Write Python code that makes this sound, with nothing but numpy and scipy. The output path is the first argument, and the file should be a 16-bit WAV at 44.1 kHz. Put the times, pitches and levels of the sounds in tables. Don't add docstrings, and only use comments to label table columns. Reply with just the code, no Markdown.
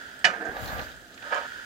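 import sys
import numpy as np
from scipy import signal
from scipy.fft import rfft, irfft
from scipy.io import wavfile

SR = 44100
rng = np.random.default_rng(int(sys.argv[2]) if len(sys.argv) > 2 else 0)


def transcribe(u):
    v = np.clip(np.atleast_2d(u).T, -1, 1)
    q = np.round(v * 32767).astype(np.int16)
    wavfile.write(sys.argv[1], SR, q)


N = 72765
T = np.arange(N) / SR
HZ = np.maximum(np.arange(N + 1) * SR / (2 * N), 1)

# t/s, level/dB
KNOCKS = [(.2436, 0.5), (.2503, 3.5)]
# f/Hz, level/dB
CLACK_SPECTRUM = [(150, -40), (400, -4), (700, 4.5), (1050, -19), (1700, 7), (2900, 4), (3800, -3.5),
                  (4700, 0.5), (6400, -13), (8800, -24), (10500, -29.5), (15000, -48)]
# f/Hz, level/dB
KITCHEN_SPECTRUM = [(130, -26), (180, -8.5), (260, -20), (450, -12), (700, -6), (1050, -10), (1600, -3),
                    (2800, -16.5), (6000, -33), (12000, -53)]
# f/Hz, left minus right/dB
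PAN_BALANCE = [(150, 0), (400, -1), (750, -3), (1050, -3), (1600, -11.5), (2300, -8), (3000, -4), (5000, 1),
               (7000, -3), (8200, 3), (10500, 0), (15000, 6)]


def knock():
    crack_env = from_db(-16) * struck(t60_s=0.027)
    clack_env = from_db(-23.5) * struck(t60_s=0.084)
    build_s = 0.014
    tail_env = from_db(-26) * decay(t60_s=0.34) * (1 - np.exp(-T / build_s))
    out = from_db(-4) * pan(clicks(KNOCKS))
    for contact in KNOCKS:
        impact = noise(CLACK_SPECTRUM, PAN_BALANCE) * (crack_env + clack_env)
        tail = noise(KITCHEN_SPECTRUM, PAN_BALANCE) * tail_env
        out += convolve(clicks([contact]), impact + tail)
    return out


# f/Hz, level/dB, t60/s
PAN_MODES = [(544, -34, 0.35), (700, -25, 0.14), (743, -32, 0.11), (905, -32, 0.1), (1246, -26, 0.45),
             (1518, -28, 0.2), (1738, -14, 0.1), (1868, -25, 0.15), (1985, -26, 0.18), (2365, -28, 0.14),
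             (2468, -23, 0.14), (2936, -18, 0.115), (3585, -31.5, 0.1), (4305, -37, .13), (4680, -29, .08),
             (5066, -34, 0.125), (5905, -31, 0.1), (5975, -42, 0.24), (6815, -34, 0.135), (7745, -43, 0.13),
             (8760, -31, 0.06)]
# f/Hz, left minus right/dB
MODE_BALANCE = [(544, -2), (905, -3), (1244, -6), (1523, -14), (1735, -12), (1986, -7), (2460, -10),
                (3585, -7), (4305, -12), (4680, -5), (5066, 10), (5905, 10), (5975, -1), (6815, -4),
                (7745, 11), (8760, 7)]


def pan(force, low_hz=323, top_hz=7600):
    force = signal.sosfilt(signal.butter(2, low_hz, "high", fs=SR, output="sos"), force)
    force = signal.sosfilt(signal.butter(6, top_hz, fs=SR, output="sos"), force)
    out = np.zeros((2, N))
    for k, (hz, db, t60_s) in enumerate(PAN_MODES):
        side_db = np.interp(hz, *np.transpose(MODE_BALANCE)) / 2
        lead_s = np.interp(hz, *np.transpose(MIC_PHASE)) / (2 * np.pi * hz)
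        mode = (-1) ** k * ring(force, hz, t60_s)
        out[0] += from_db(db + side_db) * np.interp(T + lead_s, T, mode)
        out[1] += from_db(db - side_db) * mode
    return out


def stroke(pressure, spectrum, resonances, groan_db, ring_db):
    slips = stereo(grains(per_s=6000, spread_db=1), PAN_BALANCE)
    rasp = colour(slips, spectrum) * envelope(pressure)
    tones = sum((-1) ** k * from_db(db) * unit_rms(bandpass(slips, hz, width_hz))
                for k, (hz, width_hz, db) in enumerate(resonances))
    groan = from_db(groan_db) * unit_rms(tones) * envelope(pressure)
    ringing = from_db(ring_db) * rasp.std() * unit_rms(pan(rasp[1]))
    return rasp + groan + ringing


# t/s, level/dB
DRAG_PRESSURE = [(.31, -58), (.34, -38), (.385, -46), (.412, -37), (.438, -40), (.462, -36.5), (.49, -37.5),
                 (.515, -39.5), (.6, -52)]
# f/Hz, level/dB
DRAG_SPECTRUM = [(160, -23), (200, -1), (420, -7), (720, 1.5), (950, -5.5), (1400, -1.5), (1750, 1),
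                 (2200, -15), (6000, -44)]
# f/Hz, width/Hz, level/dB
DRAG_GROAN = [(313, 17, -10.5), (457.5, 18, -8.5), (480.5, 10, -11.5), (661, 31, -6), (752, 13, -12.5),
              (1762, 43, -6.5)]


def drag():
    return stroke(DRAG_PRESSURE, DRAG_SPECTRUM, DRAG_GROAN, groan_db=0.5, ring_db=-9.5)


# t/s, f/Hz, level/dB
SQUEAL = [(0.311, 1594, -58), (0.334, 1591, -40), (0.368, 1597, -42), (0.386, 1608, -61),
          (0.411, 1592, -36.5), (0.438, 1543, -46.5), (0.461, 1575, -39.5), (0.492, 1588, -37.5),
          (0.53, 1611, -60)]


def squeal(roughness=0.23, left_db=-22, right_db=6.5):
    t_s, hz, db = np.transpose(SQUEAL)
    pitch_hz = np.interp(T, t_s, hz)
    tone = np.sqrt(2) * np.sin(2 * np.pi * np.cumsum(pitch_hz) / SR)
    flutter = 1 + roughness * colour(rng.standard_normal(N), [(20, -2), (150, -5)])
    return tone * flutter * envelope(list(zip(t_s, db))) * from_db([[left_db], [right_db]])


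# t/s, level/dB
STIR_PRESSURE = [(.52, -51.5), (.565, -35.5), (.61, -41.5), (.68, -40), (.724, -35.5), (.746, -39),
                 (.795, -36.5), (.83, -42), (.87, -51.5), (.97, -67)]
# f/Hz, level/dB
STIR_SPECTRUM = [(180, -3), (400, -7), (610, 2.5), (770, 0), (950, -3), (1200, -7.5), (1600, 0),
                 (2500, -15), (5000, -22.5)]
# f/Hz, width/Hz, level/dB
STIR_GROAN = [(479, 4.8, -3.5), (625.5, 4.7, 2), (763.4, 11.4, 1), (1187.5, 15, 7), (1678, 35, -5.5)]


def stir():
    return stroke(STIR_PRESSURE, STIR_SPECTRUM, STIR_GROAN, groan_db=-2.5, ring_db=-11)


# t/s, level/dB
SCRAPE_PRESSURE = [(1.21, -84), (1.226, -47), (1.262, -44.5), (1.303, -46), (1.325, -26.5), (1.35, -31),
                   (1.385, -30), (1.41, -38.5), (1.47, -44)]
# f/Hz, level/dB
SCRAPE_SPECTRUM = [(200, -39), (400, -6.5), (520, 1.5), (1100, 2), (1650, 4.5), (2100, -8.5), (3200, -12),
                   (5500, -21.5), (7000, -33), (11000, -38)]
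# f/Hz, width/Hz, level/dB
SCRAPE_GROAN = [(585, 30, 5), (726.5, 7.1, 3.5), (918, 3.8, 2.5), (1004, 12, 1.5), (1265, 4.7, 9.5),
                (1680, 190, -1), (2016, 25, -8), (2322, 29, 0.5), (3090, 70, -8)]


def scrape():
    return stroke(SCRAPE_PRESSURE, SCRAPE_SPECTRUM, SCRAPE_GROAN, groan_db=-2, ring_db=-6)


# t/s, level/dB
TOUCHES = [(.7925, -16.5), (.9165, -44), (1.1765, -25), (1.224, -22.5)]
# f/Hz, level/dB
TOUCH_SPECTRUM = [(350, -17), (600, -9), (1000, -25), (1600, 7), (2300, -2.5), (6000, -18.5), (12000, -51)]


def touches():
    tap = noise(TOUCH_SPECTRUM, PAN_BALANCE) * struck(t60_s=0.034)
    return from_db(-9.5) * convolve(clicks(TOUCHES), tap)


# t/s, level/dB
CRACKLE_LEVEL = [(.3, -67), (.54, -61.5), (.62, -47), (.685, -53.5), (.73, -50.5), (.81, -50), (.88, -62),
                 (1.0, -62.5), (1.16, -58.5), (1.35, -69), (1.44, -69), (1.65, -81)]
# f/Hz, level/dB
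CRACKLE_SPECTRUM = [(1200, 6.5), (2500, -4.5), (4000, -1), (5500, -7.5), (7000, -3), (9000, -17),
                    (15000, -17)]
# t/s, level/dB, f/Hz
SPITS = [(0.192, -42, 8200), (0.4537, -38.5, 6730), (0.569, -39, 3880), (0.645, -37.5, 10200),
         (0.6586, -31, 4150), (0.678, -30, 4250), (0.686, -33, 3830), (0.701, -36, 4170),
         (0.7816, -34, 3050), (0.815, -32, 4200), (0.845, -38, 4670), (0.883, -39.5, 2660),
         (.9173, -38.5, 3750), (1.1468, -44, 6830), (1.3456, -32, 6770)]
# f/Hz, level/dB
SNAP_SPECTRUM = [(2200, -13), (4000, -2), (6500, 0), (9000, -19)]


def noodles(pops_per_s=1300, t60_cycles=4.7):
    pitches_hz = np.geomspace(1800, 13000, 14)
    pops = np.zeros((2, N))
    for hz in pitches_hz:
        bursts = grains(pops_per_s / len(pitches_hz), spread_db=3.5)
        pops += ring(bursts, hz, t60_cycles / hz) * hz
    crackle = colour(pops, CRACKLE_SPECTRUM) * envelope(CRACKLE_LEVEL)
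    spits = sum(ring(clicks([(t_s, db)]), hz, t60_s=0.0065) for t_s, db, hz in SPITS)
    snap = from_db(-3.5) * noise(SNAP_SPECTRUM, PAN_BALANCE) * struck(t60_s=0.0093)
    snaps = convolve(clicks([(t_s, db) for t_s, db, _ in SPITS]), snap)
    direct = crackle + spits + snaps
    scatter = unit_rms(rng.standard_normal((2, N)) * decay(t60_s=0.13)) / np.sqrt(N)
    return direct + from_db(1) * convolve(direct, scatter)


# t/s, level/dB
RUMBLE_LEVEL = [(.465, -71), (.488, -41), (.51, -52), (.55, -54), (.61, -38.5), (.67, -35), (.73, -39.5),
                (.808, -36.5), (.87, -47), (.98, -53.5), (1.03, -63), (1.17, -86), (1.2, -56), (1.26, -76)]
# f/Hz, level/dB
RUMBLE_SPECTRUM = [(20, -26), (45, -0.5), (70, -1.5), (130, -4.5), (200, -12.5), (320, -16), (700, -32)]
# t/s, level/dB
BRUSH_LEVEL = [(.48, -68), (.56, -55), (.65, -45.5), (.72, -48.5), (.8, -50), (.87, -56.5), (.93, -62)]
# f/Hz, level/dB
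BRUSH_SPECTRUM = [(4000, -35), (9000, -16), (11500, -4.5), (12800, 2.5), (16000, -3.5)]


def brushing(rumble_right_db=-22, hiss_right_db=-21):
    rumble = colour(rng.standard_normal((2, N)), RUMBLE_SPECTRUM) * envelope(RUMBLE_LEVEL)
    hiss = colour(rng.standard_normal((2, N)), BRUSH_SPECTRUM) * envelope(BRUSH_LEVEL)
    return rumble * from_db([[0], [rumble_right_db]]) + hiss * from_db([[0], [hiss_right_db]])


# f/Hz, level/dB
BURNER_SPECTRUM = [(900, -12.5), (1150, -15.5), (1450, 5), (1800, 0), (2150, -14), (2750, -13.5),
                   (3250, -9), (4100, -18.5), (5050, -15.5), (5700, -25.5), (6400, -18), (9500, -33.5),
                   (15500, -34)]
# t/s, level/dB
BURNER_LEVEL = [(0, -41.5), (.2, -45), (.6, -45.5), (.9, -42.5), (1.0, -51), (1.15, -52.5), (1.27, -39),
                (1.47, -39), (1.65, -41)]
# f/Hz, left minus right/dB
BURNER_BALANCE = [(200, -2), (1200, -5), (1750, -9), (2500, 3), (3200, 1.5), (4000, -2.5), (5000, 0.5),
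                  (7000, -2), (8200, 10), (10500, 3.5), (15000, 8.5)]


def burner():
    return noise(BURNER_SPECTRUM, BURNER_BALANCE) * envelope(BURNER_LEVEL)


# f/Hz, level/dB
ROOM_SPECTRUM = [(25, -9), (55, -2), (150, -6.5), (260, -2), (350, -5), (700, -4), (1100, -26.5),
                 (3000, -19), (9000, -26), (15500, -28)]


def room_tone(hum_hz=259.7, waver_depth=0.21):
    waver = 1 + waver_depth * colour(rng.standard_normal(N), [(2, 0), (12, -13)])
    hum = from_db(-64.5) * waver * np.sqrt(2) * np.sin(2 * np.pi * hum_hz * T)
    return from_db(-54) * noise(ROOM_SPECTRUM, BURNER_BALANCE) + hum


# f/Hz, coherence/0-1
MIC_COHERENCE = [(50, .2), (200, .92), (450, .96), (800, .68), (1300, .6), (1700, .55), (2300, .25),
                 (5000, .2), (12000, .1)]
# f/Hz, left lead/rad
MIC_PHASE = [(500, 0), (850, -.1), (1150, -2.8), (1650, -1.7), (2300, -1.2), (3000, -.3), (8000, 0)]


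def stereo(pair, balance):
    common, separate = rfft(pair, 2 * N)
    coherence = np.clip(at_hz(MIC_COHERENCE), 0, 1)
    mid = np.sqrt(1 + coherence) * common
    side = np.sqrt(1 - coherence) * separate
    tilt = from_db(at_hz(balance) / 2)
    left = (mid + side) * tilt * np.exp(1j * at_hz(MIC_PHASE))
    right = (mid - side) / tilt
    return irfft([left, right])[:, :N]


def noise(spectrum, balance):
    return colour(stereo(rng.standard_normal((2, N)), balance), spectrum)


def colour(x, spectrum, skirt_db_per_octave=34):
    low_hz, top_hz = spectrum[0][0], spectrum[-1][0]
    octaves_outside = np.log2(np.maximum(1, np.maximum(low_hz / HZ, HZ / top_hz)))
    gain = from_db(at_hz(spectrum) - skirt_db_per_octave * octaves_outside)
    return unit_rms(irfft(rfft(x, 2 * N) * gain)[..., :N])


def clicks(rows):
    t_s, db = np.transpose(rows)
    return np.bincount((t_s * SR).astype(int), from_db(db), N)


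def grains(per_s, spread_db):
    onsets = rng.random(N) < per_s / SR
    sizes = from_db(spread_db * np.minimum(rng.exponential(1, N), 4))
    return onsets * sizes * rng.standard_normal((2, N))


def ring(x, hz, t60_s):
    radius, angle = from_db(-60 / (t60_s * SR)), 2 * np.pi * hz / SR
    return signal.lfilter([0, np.sin(angle)], [1, -2 * radius * np.cos(angle), radius ** 2], x + 1e-18)


def bandpass(x, hz, width_hz):
    radius, angle = np.exp(-np.pi * width_hz / SR), 2 * np.pi * hz / SR
    return signal.lfilter([1, 0, -1], [1, -2 * radius * np.cos(angle), radius ** 2], x)


def struck(t60_s, rise_s=0.00066):
    return (1 - np.exp(-(T / rise_s) ** 2)) * decay(t60_s)


def decay(t60_s):
    return from_db(-60 * T / t60_s)


def envelope(rows):
    return from_db(np.interp(T, *np.transpose(rows), left=-120, right=-120))


def convolve(x, response):
    return irfft(rfft(x, 2 * N) * rfft(response, 2 * N))[..., :N]


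def at_hz(rows):
    hz, value = np.transpose(rows)
    return np.interp(np.log(HZ), np.log(hz), value)


def unit_rms(x):
    return x / np.sqrt(np.mean(x ** 2) + 1e-20)


def from_db(db):
    return 10 ** (np.asarray(db) / 20)


def scene():
    utensil = knock() + drag() + squeal() + stir() + scrape() + touches()
    return utensil + noodles() + brushing() + burner() + room_tone()


def record(dry):
    cutoff_hz = 15900
    spectrum = rfft(np.clip(dry, -1, 1), 2 * N)
    return irfft(spectrum / np.sqrt(1 + (HZ / cutoff_hz) ** 600))[:, :N]


dry = scene()
out = record(dry)
transcribe(out)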